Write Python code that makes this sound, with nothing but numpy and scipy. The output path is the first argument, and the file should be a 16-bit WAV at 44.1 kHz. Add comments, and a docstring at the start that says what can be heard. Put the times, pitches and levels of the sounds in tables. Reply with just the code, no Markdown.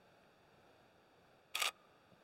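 """A quiet forest clearing under a low, barely wavering hush of air; early on, one faint tick in the undergrowth.
Then a reflex camera takes one picture: the mirror swings up, the shutter curtains snap, and the mirror rattles
back down. Gears are random ticks, impacts are puffs of noise, some led by very high treble, and the body rings
in decaying sines. The ground scatters the sound at once and the trees answer late and faintly; a soft low double
bump closes. An inverted reflection about a millisecond late at the microphone makes everything slightly hollow."""
import sys
import numpy as np
from scipy import signal
from scipy.fft import rfft, irfft, next_fast_len
from scipy.io import wavfile
from scipy.ndimage import map_coordinates

SR = 44100
rng = np.random.default_rng(int(sys.argv[2]) if len(sys.argv) > 2 else 0)


def to_wav(s):
    """Save 16-bit WAV."""
    ch = np.atleast_2d(s).T  # columns
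    pcm = np.round(np.clip(ch, -1, 1) * 32767)  # PCM
    wavfile.write(sys.argv[1], SR, pcm.astype(np.int16))


N = 98695  # samples, about 2.24 s
ATTACK_S, SOFT_ATTACK_S = 0.00029, 0.00065  # rise of sharp ticks and snaps; of thuds, ringing and bumps


def amp(db):
    """Decibels to gain."""
    return 10 ** (np.asarray(db) / 20)


def unit(x):
    """Scale to rms 1."""
    return x / np.sqrt(np.mean(x ** 2) + 1e-20)


def along(points, hz):
    """Read (f/Hz, value) points on a log frequency axis."""
    f, v = np.transpose(points)
    return np.interp(np.log(hz + 1), np.log(f + 1), v)


def filtered(x, response):
    """Filter x by a complex response of frequency, padded to at least twice its length."""
    size = next_fast_len(2 * len(x))
    spectrum = rfft(x, size) * response(np.fft.rfftfreq(size, 1 / SR))
    return irfft(spectrum, size)[:len(x)]


def noise(colour, size):
    """Random-phase noise of rms 1; the colour sets only its relative spectrum."""
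    hz = np.fft.rfftfreq(size, 1 / SR)
    phase = np.exp(2j * np.pi * rng.random(len(hz)))
    return unit(irfft(amp(along(colour, hz)) * phase, size))


def envelope(t, attack, t60):
    """A quick rise times an exponential fall of 60 dB in t60 seconds."""
    return (1 - np.exp(-t / attack)) * np.exp(-np.log(1000) * t / t60)


def burst(colour, attack, t60, size=4096):
    """A dying puff of coloured noise, its energy set by its envelope."""
    shape = envelope(np.arange(size) / SR, attack, t60)
    return unit(noise(colour, size) * shape) * np.sqrt(np.mean(shape ** 2)) / shape.max()


def add(track, s, sound):
    """Mix a sound into the track at time s."""
    part = track[round(s * SR):][:len(sound)]
    part += sound[:len(part)]


# colour of the air in the clearing: f/Hz, relative level/dB
AIR_COLOUR = [(20, 4), (45, -5), (80, 5), (130, 4), (180, 3), (250, -3), (500, -2), (850, 0), (1300, -5.5),
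              (1800, -10.5), (2500, -12.5), (3500, -14.5), (4700, -18.5), (6500, -28), (9000, -31),
              (11500, -31.5), (15500, -35.5)]


def air():
    """A steady hush of outdoor air whose level drifts slowly and only slightly."""
    level_db, waver_db = -67, 0.78
    # smooth curve through random points
    waver = map_coordinates(rng.standard_normal(20), [np.linspace(1, 18, N)])
    return amp(level_db + waver_db * waver) * noise(AIR_COLOUR, N)


# small ticks in the undergrowth: t/s, level/dB
UNDERGROWTH_TICKS = [(.236, -67.5)]
# colour of such a tick: f/Hz, relative level/dB
UNDERGROWTH_COLOUR = [(500, -20), (1500, -3), (2600, 2.5), (4000, -16), (9000, -30)]


def undergrowth():
    """A faint tick in the undergrowth: a puff of noise, strongest in the middle range."""
    out = np.zeros(N)
    for s, db in UNDERGROWTH_TICKS:
        add(out, s, amp(db) * burst(UNDERGROWTH_COLOUR, ATTACK_S, t60=0.03))
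    return out


# levers and gears running between the blows: t/s, level/dB, joined by straight lines
RATTLE_LEVEL = [(1.54, -67), (1.546, -53), (1.552, -51.5), (1.559, -45.5), (1.573, -43), (1.585, -47),
                (1.599, -44), (1.608, -52), (1.623, -37), (1.634, -48), (1.653, -41), (1.663, -35.5),
                (1.672, -44), (1.681, -44.5), (1.690, -42.5), (1.695, -68)]
# colour of the gears: f/Hz, relative level/dB
GEAR_COLOUR = [(100, -43), (280, -23), (370, -12.5), (520, -8.5), (760, -5), (950, 0), (1260, 4),
               (1550, -13), (2000, 0), (2450, 0.5), (3300, 0.5), (4500, -9.5), (8000, -11.5), (10000, -17),
               (14000, -18), (16000, -28)]


def rattle():
    """Dense tiny ticks of uneven size and random sign, coloured by the gears, while the mechanism runs."""
    ticks_per_s, spread_db = 1400, 3.5
    struck = rng.random(N) < ticks_per_s / SR
    sign = np.sign(rng.standard_normal(N))
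    ticks = struck * sign * amp(spread_db * rng.standard_normal(N))
    gears = unit(filtered(ticks, lambda hz: amp(along(GEAR_COLOUR, hz))))
    s, db = np.transpose(RATTLE_LEVEL)
    level = np.interp(np.arange(N) / SR, s, db, left=-np.inf, right=-np.inf)  # silent outside the table
    return amp(level) * gears


# impacts in the mechanism: t/s, level/dB, thud and ring/dB, treble/dB, t60/s of snap and treble,
# relative pitch of the snap; thud and treble are relative, before the common trims in clacks()
IMPACTS = [(1.5435, -49.5, -9, -13, .012, 1.0), (1.5542, -28.5, -15.5, -1.5, 0.013, 1.15),
           (1.5644, -40.5, -5.5, -5, 0.0063, 1.1), (1.5947, -41.5, -6, -11, .02, 1.0),
           (1.6023, -31, -15, -5.5, 0.017, 1.0), (1.6113, -47.5, -5, -9, 0.0087, 1.0),
           (1.6171, -30, -4.5, 1, .014, 1.0), (1.622, -29, 1.5, 0.5, 0.02, .97),
           (1.6269, -44, 4, -6, 0.013, .95), (1.6410, -44, 1.5, 1, .014, 1.0),
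           (1.6433, -29.5, -8.5, -6, 0.019, .95), (1.6546, -31, -9.5, -11, 0.015, 1.0),
           (1.6576, -36, -4, -6, 0.0097, 1.0), (1.6609, -44.5, -10, -2, 0.024, 1.0),
           (1.6705, -32.5, -8, -8, 0.018, 1.0), (1.6754, -38, 5.5, 7, 0.021, 1.0),
           (1.6830, -41.5, -1.5, 4, 0.012, 1.0), (1.6893, -37, -3.5, -8, 0.011, .95)]
# colours of the thud, the snap and the bright edge: f/Hz, relative level/dB
THUD_COLOUR = [(100, -33), (270, -30), (350, -20.5), (470, -9.5), (620, -1), (830, 10), (960, -6.5),
               (1120, 9), (1255, 3), (1450, -27), (2200, -3.5), (5000, -59)]
SNAP_COLOUR = [(300, -36), (1000, -36), (1800, -14), (2200, 11), (2500, -5), (2900, 7), (3500, 0),
               (4500, -9.5), (6000, -11.5), (15000, -43)]
TREBLE_COLOUR = [(1500, -26), (4000, 1.5), (5600, -3.5), (6600, -6), (7800, -0.5), (8900, 2), (9500, -8.5),
                 (12000, -5), (14000, -33), (16000, -12)]
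# ringing of the camera body: f/Hz, relative level/dB (varied at each impact), t60/s
BODY_MODES = [(604, -21.5, 0.091), (738, -22, 0.055), (843, -18, .04), (1245, 0.5, 0.041),
              (2494, -8, 0.051), (2720, -23, 0.039), (3320, -14, 0.028), (4740, -17, 0.038),
              (7870, -16, .02)]


def body_ring(size):
    """The struck camera body: decaying sines, phases wholly random and levels slightly varied at each blow."""
    t = np.arange(size) / SR
    ring = np.zeros(size)
    for hz, level, t60 in BODY_MODES:
        gain = amp(level + rng.normal(0, 1))
        sine = np.sin(2 * np.pi * (hz * t + rng.random()))
        ring += gain * envelope(t, SOFT_ATTACK_S, t60) * sine
    return ring


def clacks():
    """Each impact gives a hard snap and a bright edge, with its own share of thud and body ring."""
    treble_trim_db, ring_trim_db, thud_gain = -5.5, -3, 0.46
    out = np.zeros(N)
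    for s, db, thud_db, treble_db, t60, pitch in IMPACTS:
        snap = burst(np.array(SNAP_COLOUR) * [pitch, 1], ATTACK_S, t60)
        edge = amp(treble_trim_db + treble_db) * burst(TREBLE_COLOUR, ATTACK_S, t60)
        thud = burst(THUD_COLOUR, SOFT_ATTACK_S, t60=0.024)
        body = thud_gain * thud + amp(ring_trim_db) * body_ring(len(thud))
        add(out, s, amp(db) * (snap + edge + amp(thud_db) * body))
    return out


# earliest treble of some blows, about 2.4 ms ahead of them: t/s, level/dB
TREBLE_LEADS = [(1.5517, -45.5), (1.6003, -43.5), (1.6143, -54), (1.6192, -41), (1.6408, -49.5),
                (1.687, -52)]
# colour of this early treble: f/Hz, relative level/dB
LEAD_COLOUR = [(4000, -38), (9000, -17), (10500, 5), (13500, -2), (15000, -2), (16000, -19.5)]


def treble_leads():
    """Very high, thin noise puffs, the earliest treble of some blows, about 2.4 ms ahead."""
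    out = np.zeros(N)
    for s, db in TREBLE_LEADS:
        add(out, s, amp(db) * burst(LEAD_COLOUR, ATTACK_S, t60=0.018))
    return out


# colours of the scatter from the ground and of the wash from the trees: f/Hz, relative level/dB
GROUND_COLOUR = [(200, -3), (1200, 0), (3000, -7), (6000, -9), (15000, -18.5)]
TREES_COLOUR = [(200, -7), (800, -2.5), (1230, 3), (1600, -14), (2200, -12), (4000, -17.5), (12000, -22)]


def clearing(x):
    """Convolution with decaying noise: a short scatter from the ground, a faint late wash from the trees."""
    ground_db, trees_db = -21, -39.5
    trees_delay_s = 0.024  # about 8 m of extra path
    t = np.arange(SR) / SR
    ground = noise(GROUND_COLOUR, SR) * envelope(t, attack=0.0038, t60=0.091)
    late = np.maximum(t - trees_delay_s, 0)
    trees = noise(TREES_COLOUR, SR) * envelope(late, attack=0.13, t60=1.37)
    # each part has energy 1 before its level
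    answer = amp(ground_db) * ground / np.linalg.norm(ground)
    answer += amp(trees_db) * trees / np.linalg.norm(trees)
    return signal.fftconvolve(x, answer)[:N]


# soft low bumps: t/s, level/dB
BUMP_TIMES = [(2.1178, -59), (2.132, -59.5)]
# colour of a bump: f/Hz, relative level/dB
BUMP_COLOUR = [(40, -13), (130, 16), (300, -6), (600, -6.5), (1500, -20), (4000, -45)]


def bumps():
    """A soft double bump: two low puffs of noise close together."""
    out = np.zeros(N)
    for s, db in BUMP_TIMES:
        add(out, s, amp(db) * burst(BUMP_COLOUR, SOFT_ATTACK_S, t60=0.052))
    return out


def scene():
    """The camera in the clearing, before the microphone; only the camera gets an answer."""
    background = air() + undergrowth() + bumps()
    camera = rattle() + clacks() + treble_leads()
    return (camera + clearing(camera) + background)[None]


# close reflection at the microphone: f/Hz, strength relative to the direct sound
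REFLECTION_STRENGTH = [(30, 0.71), (1000, 0.52), (3000, 0.54), (7000, 0.59), (9500, 0.41), (12000, 0.087),
                       (16000, .05)]


def record(dry):
    """An inverted close reflection cuts evenly spaced notches; nothing passes above the band limit."""
    delay_s, top_hz = 0.000975, 15800  # the delay is about 0.33 m of extra path

    def microphone(hz):
        """Direct sound minus its delayed copy, evened out in power."""
        strength = np.clip(along(REFLECTION_STRENGTH, hz), 0, 1)
        comb = 1 - strength * np.exp(-2j * np.pi * hz * delay_s)
        return comb / np.sqrt(1 + strength ** 2) * (hz < top_hz)

    return filtered(dry[0], microphone)[None]


dry = scene()
out = record(dry)
to_wav(out)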